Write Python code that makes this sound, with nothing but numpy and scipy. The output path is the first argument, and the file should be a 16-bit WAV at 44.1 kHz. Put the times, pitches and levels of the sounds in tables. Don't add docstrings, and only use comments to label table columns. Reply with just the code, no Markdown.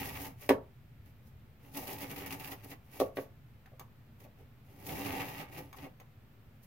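import sys
import numpy as np
from scipy import signal
from scipy.fft import rfft, irfft, next_fast_len
from scipy.io import wavfile
from scipy.ndimage import uniform_filter1d

SR = 44100
rng = np.random.default_rng(int(sys.argv[2]) if len(sys.argv) > 2 else 0)


def dump(signal):
    limited = np.clip(np.atleast_2d(signal).T, -1, 1)
    pcm = np.round(limited * 32767).astype(np.int16)
    wavfile.write(sys.argv[1], SR, pcm)


def amplitude_ratio(level_db):
    exponent = np.asarray(level_db, float) / 20
    return 10 ** exponent


N = 293706

# hz, level_db (per Hz)
TEARING_COLOUR = [(90, -41.5), (150, -8.5), (280, -5), (800, -5), (1440, -19.5), (2300, -14), (3700, -22),
                  (6600, -30.5), (8100, -36), (11800, -24.5), (13200, -25.5), (15000, -25.5), (17000, -29)]
# start_s, thud_peak_db, rattle_db (board, above the thud), rattle_hz, thud_hz
BLADE_DROPS = [
    (0.491, -10, -8.5, 2300, 387),
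    (3.0, -14, -27, 2940, 504),
    (3.169, -24, -9, 2950, 456),
]


def curve(table, hz):
    f, value = np.transpose(table)
    return np.interp(np.log(hz + 1), np.log(f), value)


def shape(x, gain):
    size = next_fast_len(x.shape[-1])
    hz = np.arange(size // 2 + 1) * SR / size
    return irfft(rfft(x, size) * gain(hz), size)[..., :x.shape[-1]]


def unit(x):
    return x / np.sqrt(np.mean(x ** 2))


def above(hz, edge_hz):
    return 1 / np.sqrt(1 + (edge_hz / (hz + 1)) ** 8)


def walk(rate_hz):
    hold = int(SR / rate_hz)
    steps = np.repeat(rng.standard_normal(N // hold + 1), hold)
    smooth = uniform_filter1d(uniform_filter1d(steps, hold), hold)
    return unit(smooth[:N])


def add(out, start_s, x):
    i = int(start_s * SR)
    out[..., i:i + x.shape[-1]] += x[..., :N - i]


def pair(x):
    # hz, likeness (0-1)
    likeness = [(60, 1), (200, 0.9), (380, 0.86), (700, 0.4), (1300, 0.1), (2400, 0.31), (4400, 0),
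                (8000, 0), (12000, 0.5)]
    mid = shape(x[0], lambda f: np.sqrt((1 + np.clip(curve(likeness, f), 0, 1)) / 2))
    side = shape(x[1], lambda f: np.sqrt((1 - np.clip(curve(likeness, f), 0, 1)) / 2))
    return np.array([mid + side, mid - side])


def ring(modes, shorten):
    t = np.arange(SR // 2) / SR
    y = np.zeros(len(t))
    for hz, db, t60_s in modes:
        y += amplitude_ratio(db) * np.sin(2 * np.pi * hz * t) * amplitude_ratio(-60 * t / (t60_s * shorten))
    no_bass = signal.butter(4, 255, "high", fs=SR, output="sos")
    y = signal.sosfilt(no_bass, y)
    return y / np.abs(y).max()


def burst(t60_s, low_hz, high_hz):
    rise_s = 0.00076
    t = np.arange(SR // 8) / SR
    noise = shape(rng.standard_normal((2, len(t))),
                  lambda f: above(f, low_hz) * (1 - above(f, high_hz)) * amplitude_ratio(curve(TEARING_COLOUR, f)))
    return unit(pair(noise)) * amplitude_ratio(-60 * t / t60_s) * np.minimum(t / rise_s, 1) / 2


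def knife():
    hiss_level, scrape_level, drone_level, groan_level = push()
    # start_s, peak_db, scrape_db (above the peak)
    flutes = [(0.054, -38, -15), (0.088, -30.5, -3.5), (0.204, -37, -34), (0.245, -37, -1.5),
              (1.748, -46, -8), (1.766, -40, -12), (1.871, -36.5, -10), (1.928, -44, -22),
              (1.981, -32, -15), (2.017, -37, -12), (2.098, -44, -3), (2.1593, -31, -2.5),
              (2.181, -34, -16), (2.207, -41.5, -6), (2.26, -27.5, -12), (2.305, -29, -8.5),
              (2.322, -26.5, -8.5), (2.396, -32, -7.5), (2.442, -35, -5), (2.4735, -33.5, -3.5),
              (2.51, -31.5, -7.5), (2.7145, -42.5, -0.5), (4.8642, -40, -26), (4.8934, -50, -22),
              (4.923, -58, -15), (5.045, -43, 2), (5.15, -47, 9), (5.2, -42, 6), (5.258, -58, 6),
              (5.3954, -52.5, 7)]
    # pitch_hz, width_hz, level_db
    board = [(144, 24.5, 9), (281, 40, 0.5), (872, 41, 1.5), (1195, 21, -2.5), (1920, 16, -2),
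             (2300, 230, -18.5), (2740, 50, -6.5)]

    attack_s, release_s = 0.0032, 0.0079
    bite = np.zeros((2, N))
    t = np.arange(SR // 5) / SR
    swell = (1 - np.exp(-t / attack_s)) * np.exp(-t / release_s)
    for start_s, db, scrape_db in flutes:
        add(bite, start_s, amplitude_ratio(db + np.array([[0], [scrape_db]])) * swell)
    hiss_bite, scrape_bite = bite

    grains = rng.standard_normal((2, N)) * (rng.random(N) < .3)
    fibres = unit(grains * amplitude_ratio(0.76 * rng.exponential(size=N)))
    fibres = fibres * amplitude_ratio(1.9 * walk(45) + 1.65 * walk(300))
    snaps = rng.standard_normal((2, N)) * (rng.random(N) < .006)
    snaps = snaps * amplitude_ratio(0.93 * rng.exponential(size=N))
    scraped = unit(fibres) + amplitude_ratio(-2) * unit(snaps) * amplitude_ratio(3.1 * walk(90))

    def board_tear(f):
        tones = sum(amplitude_ratio(db + 14) / np.sqrt(1 + (2 * (f - hz) / width) ** 2) for hz, width, db in board)
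        return amplitude_ratio(curve(TEARING_COLOUR, f)) * (1 + tones)

    hiss = unit(shape(fibres, lambda f: amplitude_ratio(curve(TEARING_COLOUR, f)) * above(f, 5480)))
    scrape = unit(shape(scraped, lambda f: board_tear(f) * above(f, 1563) * (1 - above(f, 7420))))
    drone = unit(shape(fibres, lambda f: board_tear(f) * above(f, 104) * (1 - above(f, 1090))))
    groan = shape(drone, lambda f: 1 - above(f, 474))

    out = (amplitude_ratio(1) * hiss_level + amplitude_ratio(-9) * hiss_bite) * hiss
    out += (amplitude_ratio(-0.5) * scrape_level + amplitude_ratio(-1.5) * scrape_bite) * scrape
    out += (amplitude_ratio(-5) * drone_level + amplitude_ratio(-15) * scrape_bite) * (drone - groan)
    out += (amplitude_ratio(-8) * groan_level + amplitude_ratio(-8) * scrape_bite) * groan
    return pair(out)


def push():
    # start_s, push_db, depth_db (in the board), lean_db (on the ruler)
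    cuts = [
        [(0.0, -41.5, 3.5, 2), (0.07, -50, -1.5, 2.5), (0.17, -48.5, 1, 3), (0.27, -49.5, 0, -4),
         (0.33, -76, 5, 2)],
        [(1.62, -72, 5.5, 1.5), (1.725, -63.5, 4, -8), (1.775, -45.5, 1.5, -2), (1.83, -55.5, 1.5, -0.5),
         (1.92, -48, 1, -0.5), (1.96, -60, 2, 2.5), (2.03, -50, 2, 3.5), (2.085, -57.5, 3.5, 1)],
        [(2.115, -52.5, 2, 2.5), (2.15, -56, 2.5, -1), (2.18, -50.5, 3, 1.5), (2.25, -58, 7, 2.5),
         (2.33, -56, 1, 1), (2.37, -58.5, 4, -2), (2.45, -54, -4.5, 6), (2.53, -50, 2, -16), (2.6, -76, 0, 13)],
        [(4.66, -77, 6.5, -4), (4.85, -58.5, 4.5, -1), (4.868, -47, 3, -16), (4.9, -50, 5.5, -2),
         (5.2, -47.5, 6, 3), (5.304, -55, 0.5, 7.5), (5.414, -53.5, 4.5, 5), (5.47, -75, -3, 13)],
    ]
    # peak_s, peak_db, rise_s, fall_s, depth_db
    slides = [(0.424, -50, 0.054, 0.071, -0.5), (0.464, -55, 0.044, 0.022, -3.5),
              (1.063, -65.5, .02, 0.076, 1), (1.27, -64.5, 0.057, 0.053, -8),
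              (2.646, -51, 0.034, 0.027, 3.5), (2.714, -48.5, 0.051, 0.032, 1), (2.97, -56.5, 0.14, .05, 2),
              (3.008, -47.5, .05, 0.082, 1.5), (3.16, -54.5, 0.0095, 0.11, -2),
              (3.23, -57, .06, 0.036, -1.5), (4.206, -64, .03, 0.066, -3), (4.25, -65, .04, 0.016, 6),
              (4.39, -71.5, 0.027, 0.099, 8), (5.491, -71, .03, 0.036, 12), (5.53, -57.5, .015, 0.18, 6),
              (5.584, -56.5, 0.13, 0.13, 5.5), (5.77, -59, 0.03, 0.1, 5), (5.848, -61, 0.064, 0.05, 12.5),
              (6.555, -74, .02, 0.045, -2), (6.636, -64, 0.029, .08, -7)]
    slide_range_db = 25
    t = np.arange(0, N / SR, .001)
    levels = np.zeros((4, len(t)))

    def layers(db, depth_db, lean_db=0):
        scrape_db = db + lean_db - 4.5 + depth_db
        groan_db = db - 1.5 + 1.51 * depth_db
        return amplitude_ratio([db, scrape_db, db + depth_db, groan_db])

    for cut in cuts:
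        s, *controls = np.transpose(cut)
        fade = np.interp(t, [s[0] - .03, s[0], s[-1], s[-1] + .03], [0, 1, 1, 0])
        levels += fade * layers(*(np.interp(t, s, c) for c in controls))
    for peak_s, db, rise_s, fall_s, depth_db in slides:
        away = np.maximum((peak_s - t) / rise_s, (t - peak_s) / fall_s)
        levels += layers(db - slide_range_db * np.minimum(away, 4), depth_db)
    return np.array([np.interp(np.arange(N) / SR, t, row) for row in levels])


def snags():
    # start_s, peak_db
    catches = [
        (1.7473, -40.5),
        (2.2624, -44),
        (2.5191, -34),
        (2.7157, -39.5),
        (4.8655, -38.5),
        (4.8918, -36),
        (5.7848, -41.5),
    ]
    out = np.zeros((2, N))
    for start_s, db in catches:
        add(out, start_s, amplitude_ratio(db) * burst(0.038, 1420, 9000))
    return out


def knocks():
    # start_s, peak_db, pitch_hz
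    taps = [
        (3.718, -44.5, 615),
        (4.247, -43, 610),
        (4.387, -48.5, 378),
        (5.85, -39, 654),
    ]
    out = np.zeros((2, N))
    for start_s, db, rattle_db, rattle_hz, hz in BLADE_DROPS:
        thud = ring(near(hz, db_per_octave=14), shorten=.17)
        add(out, start_s + 0.0016, -amplitude_ratio(db - 5.5) * thud)
        add(out, start_s - .0002, amplitude_ratio(1.5 * db - 8.5) * burst(0.051, 3710, 17700))
        rattle = burst(0.037, 0.47 * rattle_hz, 1.53 * rattle_hz)
        add(out, start_s + 0.0008, amplitude_ratio(db + rattle_db + 2.5) * rattle)
    soft_start = np.minimum(np.arange(SR // 2) / SR / 0.0024, 1)
    for start_s, db, hz in taps:
        add(out, start_s, amplitude_ratio(db - 7.5) * ring(near(hz, db_per_octave=19), shorten=0.3) * soft_start)
    return out


def ticks():
    # start_s, peak_db, then above the click edge_db (bright) and wood_db, wood_hz
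    touches = [
        (3.6592, -55, -9, -7.5, 1790),
        (3.7954, -46, 1.5, -10, 890),
        (4.2041, -57.5, -3, -14, 528),
        (5.7284, -47.5, -2.5, -17, 886),
        (5.9998, -52, -2.5, -12, 880),
    ]
    # pitch_hz, level_db, t60_s
    ruler = [(2230, -22, 0.16), (2606, -65, 0.23), (3530, -12, 0.11), (6480, 6, 0.11), (7600, -3, 0.13),
             (12600, -32, 0.099), (12750, -39, 0.22), (13490, 8, 0.13)]
    out = np.zeros((2, N))
    for start_s, db, edge_db, wood_db, hz in touches:
        click = amplitude_ratio(db + 4.5) * burst(0.04, 990, 7900)
        edge = amplitude_ratio(db + edge_db + 1) * burst(0.051, 4800, 25000)
        add(out, start_s, click + edge)
        add(out, start_s, amplitude_ratio(db + edge_db - 1.5) * ring(ruler, shorten=0.35))
        add(out, start_s, amplitude_ratio(db + wood_db + 10) * ring(near(hz, db_per_octave=27), shorten=0.13))
    return out


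def near(hz, db_per_octave):
    # pitch_hz, level_db, t60_s
    table_tones = [(135, -26, 0.174), (236, -44.5, 0.16), (277.5, -0.5, 0.4), (400, -10, 0.29),
                   (444, -7.5, 0.51), (533, -3, 0.36), (618, 6.5, 0.11), (663, -15.5, 0.0302),
                   (886, -7, 0.1), (1108, 3.5, 0.26), (1790, 5, 0.2), (2040, -10.5, 0.12),
                   (2546, 5.5, 0.277)]
    return [(f, db - db_per_octave * abs(np.log2(f / hz)), t60_s) for f, db, t60_s in table_tones]


def room(x):
    # delay_s, level_db, sign (1 or -1)
    echoes = [
        (.0105, -.5, 1),
        (.0163, 3, -1),
        (.0252, -4.5, 1),
    ]
    low_t60_s, high_t60_s = 0.27, .14
    t = np.arange(int(.4 * SR)) / SR
    noise = rng.standard_normal((2, len(t))) * np.minimum(t / 0.0064, 1)
    low = shape(noise * amplitude_ratio(-60 * t / low_t60_s), lambda f: 1 - above(f, 1540))
    high = shape(noise * amplitude_ratio(-60 * t / high_t60_s), lambda f: above(f, 1500))
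    tail = pair(amplitude_ratio(-25.5) * low + amplitude_ratio(-31) * high)
    early = np.zeros((2, len(t)))
    for delay_s, db, sign in echoes:
        early[:, int(delay_s * SR)] = sign * amplitude_ratio(db)
    response = tail + shape(early, lambda f: 1 / np.sqrt(1 + (f / 1100) ** 4))
    response[:, 0] += 1
    return signal.fftconvolve(x, response, axes=1)[:, :N]


def air():
    # hz, level_db (per Hz)
    air_colour = [(12, -54), (20, -22.5), (38, -13), (113, -1.5), (138, -2.5), (169, -15), (229, -12.5),
                  (306, -24), (347, -24), (841, -29.5), (1500, -33.5), (1950, -59), (3300, -120)]
    # hz, level_db (per Hz)
    hiss_colour = [(760, -29.5), (1300, -6), (1570, -7), (1690, -3.5), (2410, -5), (6250, -19.5),
                   (10200, -22.5), (11700, -16.5), (14700, -13), (15800, -17.5)]
    noise = unit(pair(shape(rng.standard_normal((2, N)), lambda f: amplitude_ratio(curve(air_colour, f)))))
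    hum = shape(noise, lambda f: above(f, 190))
    rumble = noise - hum
    hiss = unit(pair(shape(rng.standard_normal((2, N)), lambda f: amplitude_ratio(curve(hiss_colour, f)))))
    return hum * amplitude_ratio(-56 + .5 * walk(4.5)) + hiss * amplitude_ratio(-71.5) + rumble * rumble_level()


def rumble_level():
    # time_s, level_db
    ventilation = [(0, -47), (.7, -58), (.85, -54), (1.6, -56.5), (4.6, -57.5), (6.66, -59.5)]
    shake_lag_s, thump_s = 0.16, 0.0714
    t = np.arange(N) / SR
    groan_level = push()[3]
    shake = amplitude_ratio(-6.5) * uniform_filter1d(groan_level, int(shake_lag_s * SR))
    thumps = np.zeros(N)
    for start_s, db, *_ in BLADE_DROPS:
        thumps += amplitude_ratio(db - 34.5) * (t > start_s) * np.exp(-np.abs(t - start_s) / thump_s)
    fan = amplitude_ratio(np.interp(t, *np.transpose(ventilation)))
    return np.sqrt(fan ** 2 + shake ** 2 + thumps ** 2)


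def scene():
    return room(amplitude_ratio(-1.5) * knife() + knocks() + ticks() + snags()) + air()


def band_limit(x):
    return signal.sosfilt(signal.butter(12, 16820, fs=SR, output="sos"), x)


def record(dry):
    bass = shape(dry[0], lambda f: 1 - above(f, 2500))
    late_bass = np.roll(bass, 2)
    ports = np.array([dry[0] - bass + late_bass, dry[1]])
    top_cut = shape(ports, lambda f: np.interp(f, [15840, 15900, 16800, 16850], [1, .02, .02, 0]))
    return band_limit(top_cut - .0005)


dry = scene()
out = record(dry)
dump(out)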